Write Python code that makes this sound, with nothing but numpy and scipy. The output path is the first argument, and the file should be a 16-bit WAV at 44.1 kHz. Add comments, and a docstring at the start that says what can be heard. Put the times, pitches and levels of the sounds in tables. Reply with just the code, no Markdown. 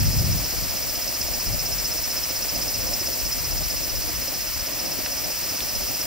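"""Throughout: a close cicada on a trunk in a park, over a far chorus, traffic, leaves and breeze (shaped noises).
Its two tymbals buckle in turn; about sixteen pumps/s swing body resonances between deep ring and bright rasp.
0 s: the hardest gust thumps on the microphone ports for about half a second; weaker gusts (noise) follow.
3.0 and 4.1 s: soft knocks. 5.1, 5.6 and 5.8 s: faint ticks. Both are resonant noise bursts."""
import sys
import numpy as np
from scipy import signal
from scipy.fft import rfft, irfft, next_fast_len
from scipy.io import wavfile

SR = 44100
rng = np.random.default_rng(int(sys.argv[2]) if len(sys.argv) > 2 else 0)


def gain_from_decibels(decibels):
    """Convert decibel values to linear amplitude factors."""
    exponent = np.asarray(decibels, float) / 20
    return 10 ** exponent


def to_wav(sig):
    """Store sig (one row per channel, or 1-D mono) as 16-bit WAV at the path in sys.argv[1].

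    Samples outside -1..1 are clipped; the rate is SR.
    """
    pcm = np.clip(np.atleast_2d(sig), -1, 1) * 32767
    pcm = np.round(pcm).astype(np.int16)
    wavfile.write(sys.argv[1], SR, pcm.T)  # frames by channels


N = 267378
SIZE = next_fast_len(N + SR)
BIN_HZ = np.maximum(np.arange(SIZE // 2 + 1) * SR / SIZE, 1)
TOP_CUT_HZ = 15740

# port pair: f/Hz, left-right level/dB, likeness/0-1 (for paired sounds), right phase lead/rad
PORT_PAIR = [(30, -6, 1, 1.5), (332, 0, 0.38, 2.2), (543, -1, 0.46, 0.13), (915, -0.5, 0.47, .05),
             (1340, 3.5, 0.65, .1), (2580, -1.5, 0.78, 0.17), (4300, -3.5, 0.61, 0.15), (5860, -1, 1, 1.16),
             (6310, -6, 0.38, 2.17), (7600, -2.5, 0.54, 2.92), (9150, 0, 0.53, 3.8),
             (11000, 6.5, 0.88, 4.55), (12300, 3, 0.32, 2.7), (13500, 10.5, .15, 4.4),
             (14800, 6.5, 0.35, 1.5)]

# noise spectra, relative: f/Hz, density/dB per Hz
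TRAFFIC_SPECTRUM = [(90, -1), (130, -2), (190, -3.5), (250, -1.5), (310, 0.5), (400, -7.5), (580, -1.5),
                    (760, -5.5)]
LEAF_SPECTRUM = [(800, -3.5), (1000, 0.5), (1500, -2.5), (2000, 0.5), (2500, 1.5), (3200, -2), (3700, -5)]
CHORUS_SPECTRUM = [(3800, -11.5), (4400, -4), (5000, -0.5), (5400, -0.5), (6000, -3), (6250, -5.5),
                   (7000, -6), (8300, -7.5), (9300, -9.5), (10500, -10.5), (11800, -3.5), (13200, -6.5),
                   (14300, -4), (15700, -4)]
EDDY_SPECTRUM = [(20, -6.5), (45, 9.5), (70, 5.5), (110, -8), (170, -6.5), (260, -24), (400, -16.5)]
BUFFET_SPECTRUM = [(40, -12), (70, -7), (103, 0), (150, -6), (240, -15), (350, -28)]
TRAFFIC_DB, LEAVES_DB, CHORUS_DB = -39, -39, -29.5  # ahead of port balance

# light breeze, ahead of wind gains: t/s, level/dB
BREEZE_LEVEL = [(0, -34), (.9, -46), (2.5, -46.5), (4.3, -47), (5.0, -48.5), (6.06, -49)]
# gusts, ahead of wind gains: start t/s, hold/s, level/dB, left-right level/dB
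GUST_EVENTS = [(0, 0.34, -21, 3), (0.606, .04, -33.5, 5.5), (1.22, .14, -44, 10), (1.494, 0.017, -26, 6.5),
               (1.606, 0.19, -37.5, 8.5), (1.82, 0.028, -41, -4), (1.93, .1, -47, 5), (2.54, 0.16, -40, -1),
               (2.766, 0.053, -39.5, 16), (2.898, 0.097, -41, -1), (3.224, 0.05, -39, 9),
               (3.393, 0.022, -36.5, 5), (3.495, .13, -34.5, 5), (3.72, 0.097, -40.5, 5),
               (3.94, .05, -34.5, 5), (4.076, 0.15, -41, 11), (4.52, .1, -44, 13), (5.768, .08, -41, 0)]
GUST_RISE_DB_PER_S, GUST_FALL_DB_PER_S, BREEZE_PAN_DB = 252, 153, 2.5

# ticks and knocks: t/s, peak level/dB, f/Hz, width/share of f
TICK_EVENTS = [(3.012, -31, 285, .9), (4.075, -33, 305, .9), (5.0615, -17, 1500, 2.5),
               (5.6045, -18.5, 3500, .8), (5.835, -23, 3200, .8)]

# song: t/s, level/dB
SONG_LEVEL = [(0, -30), (.6, -31.5), (1.3, -31), (1.8, -28.5), (2.3, -30.5), (2.9, -29), (3.5, -30.5),
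              (4.1, -32.5), (4.7, -33), (5.3, -31), (6.06, -30.5)]
# abdomen: t/s, pumping depth/0-1, lag/pump cycles
PUMP_COURSE = [(0, .7, 0), (1.2, .9, 0), (4.7, .88, 0), (5.3, .6, .06), (6.06, .55, .06)]
# body resonances: f/Hz, width of one pass/Hz, level/dB
DEEP_RING_MODES = [(2710, 120, -13), (4810, 350, -13), (5200, 240, 1), (5580, 250, -8), (5980, 250, -10),
                   (6370, 200, -13)]
BRIGHT_RASP_MODES = [(6866, 90, -5.5), (7540, 1300, -14.5), (8290, 1750, -17.5), (12460, 1200, -29.5),
                     (14180, 550, -10), (14360, 1100, -10.5), (15300, 700, -16)]
BUCKLES_PER_S, QUICKENS_PER_S2 = 191.25, .405  # one tymbal: rate at start, steady rise
SECOND_TYMBAL_LAG_MS = 0.099  # past the half cycle
PUMPS_PER_S = 15.64
RING_OPENS_AT, RING_RISE, RING_HOLD, RING_FADE = .74, .12, .18, .38  # pump cycles
RING_OPEN_DB, RING_SHUT_DB = 4, -10.5  # at full depth
RASP_PEAK_AT_CYCLES, RASP_SWING_DB = .57, 3.4  # swing at full depth
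PUMP_BEND_TURNS, PUMP_BEND_AT_CYCLES = 0.006, 0.3  # clicks run early and late with each pump
SCRATCH_ABOVE_HZ = 13700
FOLIAGE_T60_S, FOLIAGE_DB = 0.02, -9


def rms_one(x):
    """Scale to rms 1."""
    return x / np.sqrt(np.mean(x ** 2) + 1e-20)


def in_time(rows):
    """Table columns as curves over all samples."""
    s, *columns = np.transpose(rows)
    return [np.interp(np.arange(N) / SR, s, c) for c in columns]


def in_pitch(rows):
    """Table columns as curves over all bins, on a log f axis."""
    hz, *columns = np.transpose(rows)
    return [np.interp(np.log(BIN_HZ), np.log(hz), c) for c in columns]


def drift(corner_hz):
    """Slow chance, rms 1: noise at every 20th sample through two equal one-pole low-passes."""
    r = np.exp(-40 * np.pi * corner_hz / SR)
    noise = rng.standard_normal(N // 20 + 4002)
    slow = signal.lfilter([1], [1, -2 * r, r * r], noise)[4000:]  # settled part
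    return np.interp(np.arange(N) / 20, np.arange(len(slow)), rms_one(slow - slow.mean()))


def resonance(x, hz, width_hz):
    """Two-pole band-pass, peak gain 1."""
    r = np.exp(-np.pi * width_hz / SR)
    zeros = np.array([1, 0, -1]) * (1 - r * r) / 2
    return signal.lfilter(zeros, [1, -2 * r * np.cos(2 * np.pi * hz / SR), r * r], x)


def coloured(spectrum):
    """Two unrelated noises of one spectrum, falling 40 dB/octave outside the table; joint rms 1."""
    below_octaves = np.maximum(np.log2(spectrum[0][0] / BIN_HZ), 0)
    above_octaves = np.maximum(np.log2(BIN_HZ / spectrum[-1][0]), 0)
    gain = gain_from_decibels(in_pitch(spectrum)[0] - 40 * (below_octaves + above_octaves))
    white = rng.standard_normal((2, SIZE))
    return rms_one(irfft(rfft(white) * gain, SIZE)[:, :N])


def ports(x, other=None):
    """Two close ports: the right hears x phase-shifted, mixed with other where the field is diffuse."""
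    pan_db, alike, ahead_rad = in_pitch(PORT_PAIR)
    left = rfft(x, SIZE)
    right = left * np.exp(1j * ahead_rad)
    if other is not None:
        alike = np.clip(alike, 0, 1)
        right = alike * right + np.sqrt(1 - alike ** 2) * rfft(other, SIZE)
    return irfft([left * gain_from_decibels(pan_db / 2), right * gain_from_decibels(-pan_db / 2)], SIZE)[:, :N]


def traffic():
    """Far low rush: shaped noise whose level comes in lumps."""
    level_db = TRAFFIC_DB + .5 * drift(0.74) + 2.4 * drift(21.6)
    return gain_from_decibels(level_db) * ports(*coloured(TRAFFIC_SPECTRUM))


def leaves():
    """Even rustle from the trees around: shaped noise, slight level drift."""
    level_db = LEAVES_DB + .3 * drift(2.5) + .6 * drift(40)
    return gain_from_decibels(level_db) * ports(*coloured(LEAF_SPECTRUM))


def chorus():
    """So many far singers that their clicks merge into a hiss."""
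    level_db = CHORUS_DB + 0.22 * drift(0.22) + 0.19 * drift(4.9)
    return gain_from_decibels(level_db) * ports(*coloured(CHORUS_SPECTRUM))


def gusts():
    """Wind level and left-right balance in dB: gusts rise, hold and die away over a light breeze."""
    t = np.arange(N) / SR
    start, hold, db, pan_db = np.transpose(GUST_EVENTS)[:, :, None]
    rise_db = GUST_RISE_DB_PER_S * np.maximum(start - t, 0)
    fall_db = GUST_FALL_DB_PER_S * np.maximum(t - start - hold, 0)
    power = gain_from_decibels(2 * (db - rise_db - fall_db))
    breeze = gain_from_decibels(2 * in_time(BREEZE_LEVEL)[0])
    total = power.sum(axis=0) + breeze
    balance_db = (np.sum(power * pan_db, axis=0) + breeze * BREEZE_PAN_DB) / total
    return 10 * np.log10(total), balance_db


def wind(opposed=0.54, strong_db=-36, steepness=0.82):
    """Lumpy pressure noise, partly opposed at the ports; strong gusts shake them partly alike, higher up."""
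    level_db, pan_db = gusts()
    one, two = coloured(EDDY_SPECTRUM) * gain_from_decibels(0.8 * np.array([drift(26), drift(11)]))
    eddies = np.array([one, np.sqrt(1 - opposed ** 2) * two - opposed * one])
    shake, own = coloured(BUFFET_SPECTRUM)
    buffet = np.array([shake, 0.47 * shake + 0.85 * own])
    strong = 1 / (1 + gain_from_decibels(-steepness * (level_db - strong_db)))  # share, grows with the gust
    pressure = 2.78 * (1 - strong) * eddies + 0.85 * strong * buffet
    return pressure * gain_from_decibels(level_db + pan_db * np.array([[.5], [-.5]]))


def ticks():
    """Soft grainy bursts, each around one pitch, dying the sooner the wider they are."""
    out, t = np.zeros(N), np.arange(4000) / SR
    grains = rng.standard_normal((len(TICK_EVENTS), 4000))
    for (s, db, hz, breadth), grain in zip(TICK_EVENTS, grains):
        at, width_hz = round(s * SR), breadth * hz
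        fading = grain * np.exp(-t * width_hz / 5)
        burst = resonance(resonance(fading, hz, width_hz), hz, width_hz)
        out[at:at + 4000] += gain_from_decibels(db) * burst / np.abs(burst).max()
    return out


def tymbal(turns, uneven_db):
    """One sharp click per turn (84 equal harmonics), each with a strength of its own."""
    half_rad = np.pi * ((turns + .5) % 1 - .5) + 1e-9
    clicks = np.sin((2 * 84 + 1) * half_rad) / np.sin(half_rad) - 1
    strength = gain_from_decibels(uneven_db * rng.standard_normal(N // 100))
    return clicks * strength[np.round(turns).astype(int)]


def pump(cycle):
    """Ring and rasp dB over a pump: ring opens fast, holds, fades; rasp swells while the ring is shut."""
    since = (cycle - RING_OPENS_AT) % 1
    corners = np.cumsum([0, RING_RISE, RING_HOLD, RING_FADE])
    ring_db = np.interp(since, corners, [RING_SHUT_DB, RING_OPEN_DB, RING_OPEN_DB, RING_SHUT_DB])
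    rasp_db = RASP_SWING_DB * np.cos(2 * np.pi * (cycle - RASP_PEAK_AT_CYCLES))
    return ring_db, rasp_db


def body(drive, modes):
    """Each resonance twice over, so valleys stay dark; neighbouring modes swing in opposite sign."""
    return sum((-1) ** k * gain_from_decibels(db) * resonance(resonance(drive, hz, width_hz), hz, width_hz)
               for k, (hz, width_hz, db) in enumerate(modes))


def foliage(ring):
    """Leaves scatter the ring into two unrelated, fast-dying noise tails."""
    t = np.arange(SR // 2) / SR
    tail = rng.standard_normal((2, SR // 2)) * gain_from_decibels(-60 * t / FOLIAGE_T60_S)
    tail /= np.sqrt(np.sum(tail ** 2, axis=1, keepdims=True))
    return signal.fftconvolve(ring[None], tail, axes=1)[:, :N]


def cicada(wander_turns=.003, uneven_db=2.5, scratch=1.5):
    """Two tymbals drive one body whose ring and rasp swing with each pump; foliage scatters the ring."""
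    (level_db,), (depth, behind) = in_time(SONG_LEVEL), in_time(PUMP_COURSE)
    t = np.arange(N) / SR
    per_s = BUCKLES_PER_S + QUICKENS_PER_S2 * t
    cycle = PUMPS_PER_S * t - behind + 0.0029 * drift(1.1)
    turns = 1 + np.cumsum(per_s) / SR + wander_turns * (drift(40) + 2 * drift(5))
    turns += PUMP_BEND_TURNS * np.sin(2 * np.pi * (cycle - PUMP_BEND_AT_CYCLES))
    lag_turns = .5 + per_s * SECOND_TYMBAL_LAG_MS / 1000
    clicks = rms_one(tymbal(turns, uneven_db) + tymbal(turns - lag_turns, uneven_db))
    deep, bright = [gain_from_decibels(depth * db + 0.19 * drift(59)) for db in pump(cycle)]
    ring = body(clicks * deep, DEEP_RING_MODES)
    # ribs slip unevenly: a fine scratch
    slips = signal.butter(2, SCRATCH_ABOVE_HZ, "high", fs=SR, output="sos")
    noise = signal.sosfilt(slips, rng.standard_normal((2, N)))
    # short waves also arrive by way of the trunk and branches, 13 ms late
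    echoed = np.roll(clicks, round(.013 * SR))
    rasp = body((np.array([clicks, echoed]) + scratch * noise) * bright, BRIGHT_RASP_MODES)
    song = ports(ring) + gain_from_decibels(FOLIAGE_DB) * ports(*foliage(ring)) + ports(*rasp)
    return gain_from_decibels(level_db) * rms_one(song)


def scene():
    """All sources at the two ports."""
    return traffic() + leaves() + chorus() + wind() + ticks() + cicada()


def band_limit(x):
    """A steep low-pass at the top of the band."""
    return signal.sosfilt(signal.butter(12, 16710, fs=SR, output="sos"), x)


def record(dry):
    """Brick-wall cut at the top, over the last 40 Hz."""
    top_gain = np.clip((TOP_CUT_HZ - BIN_HZ) / 40, 0, 1)
    mix = irfft(rfft(dry, SIZE) * top_gain, SIZE)[:, :N]
    return band_limit(mix)


dry = scene()
out = record(dry)
to_wav(out)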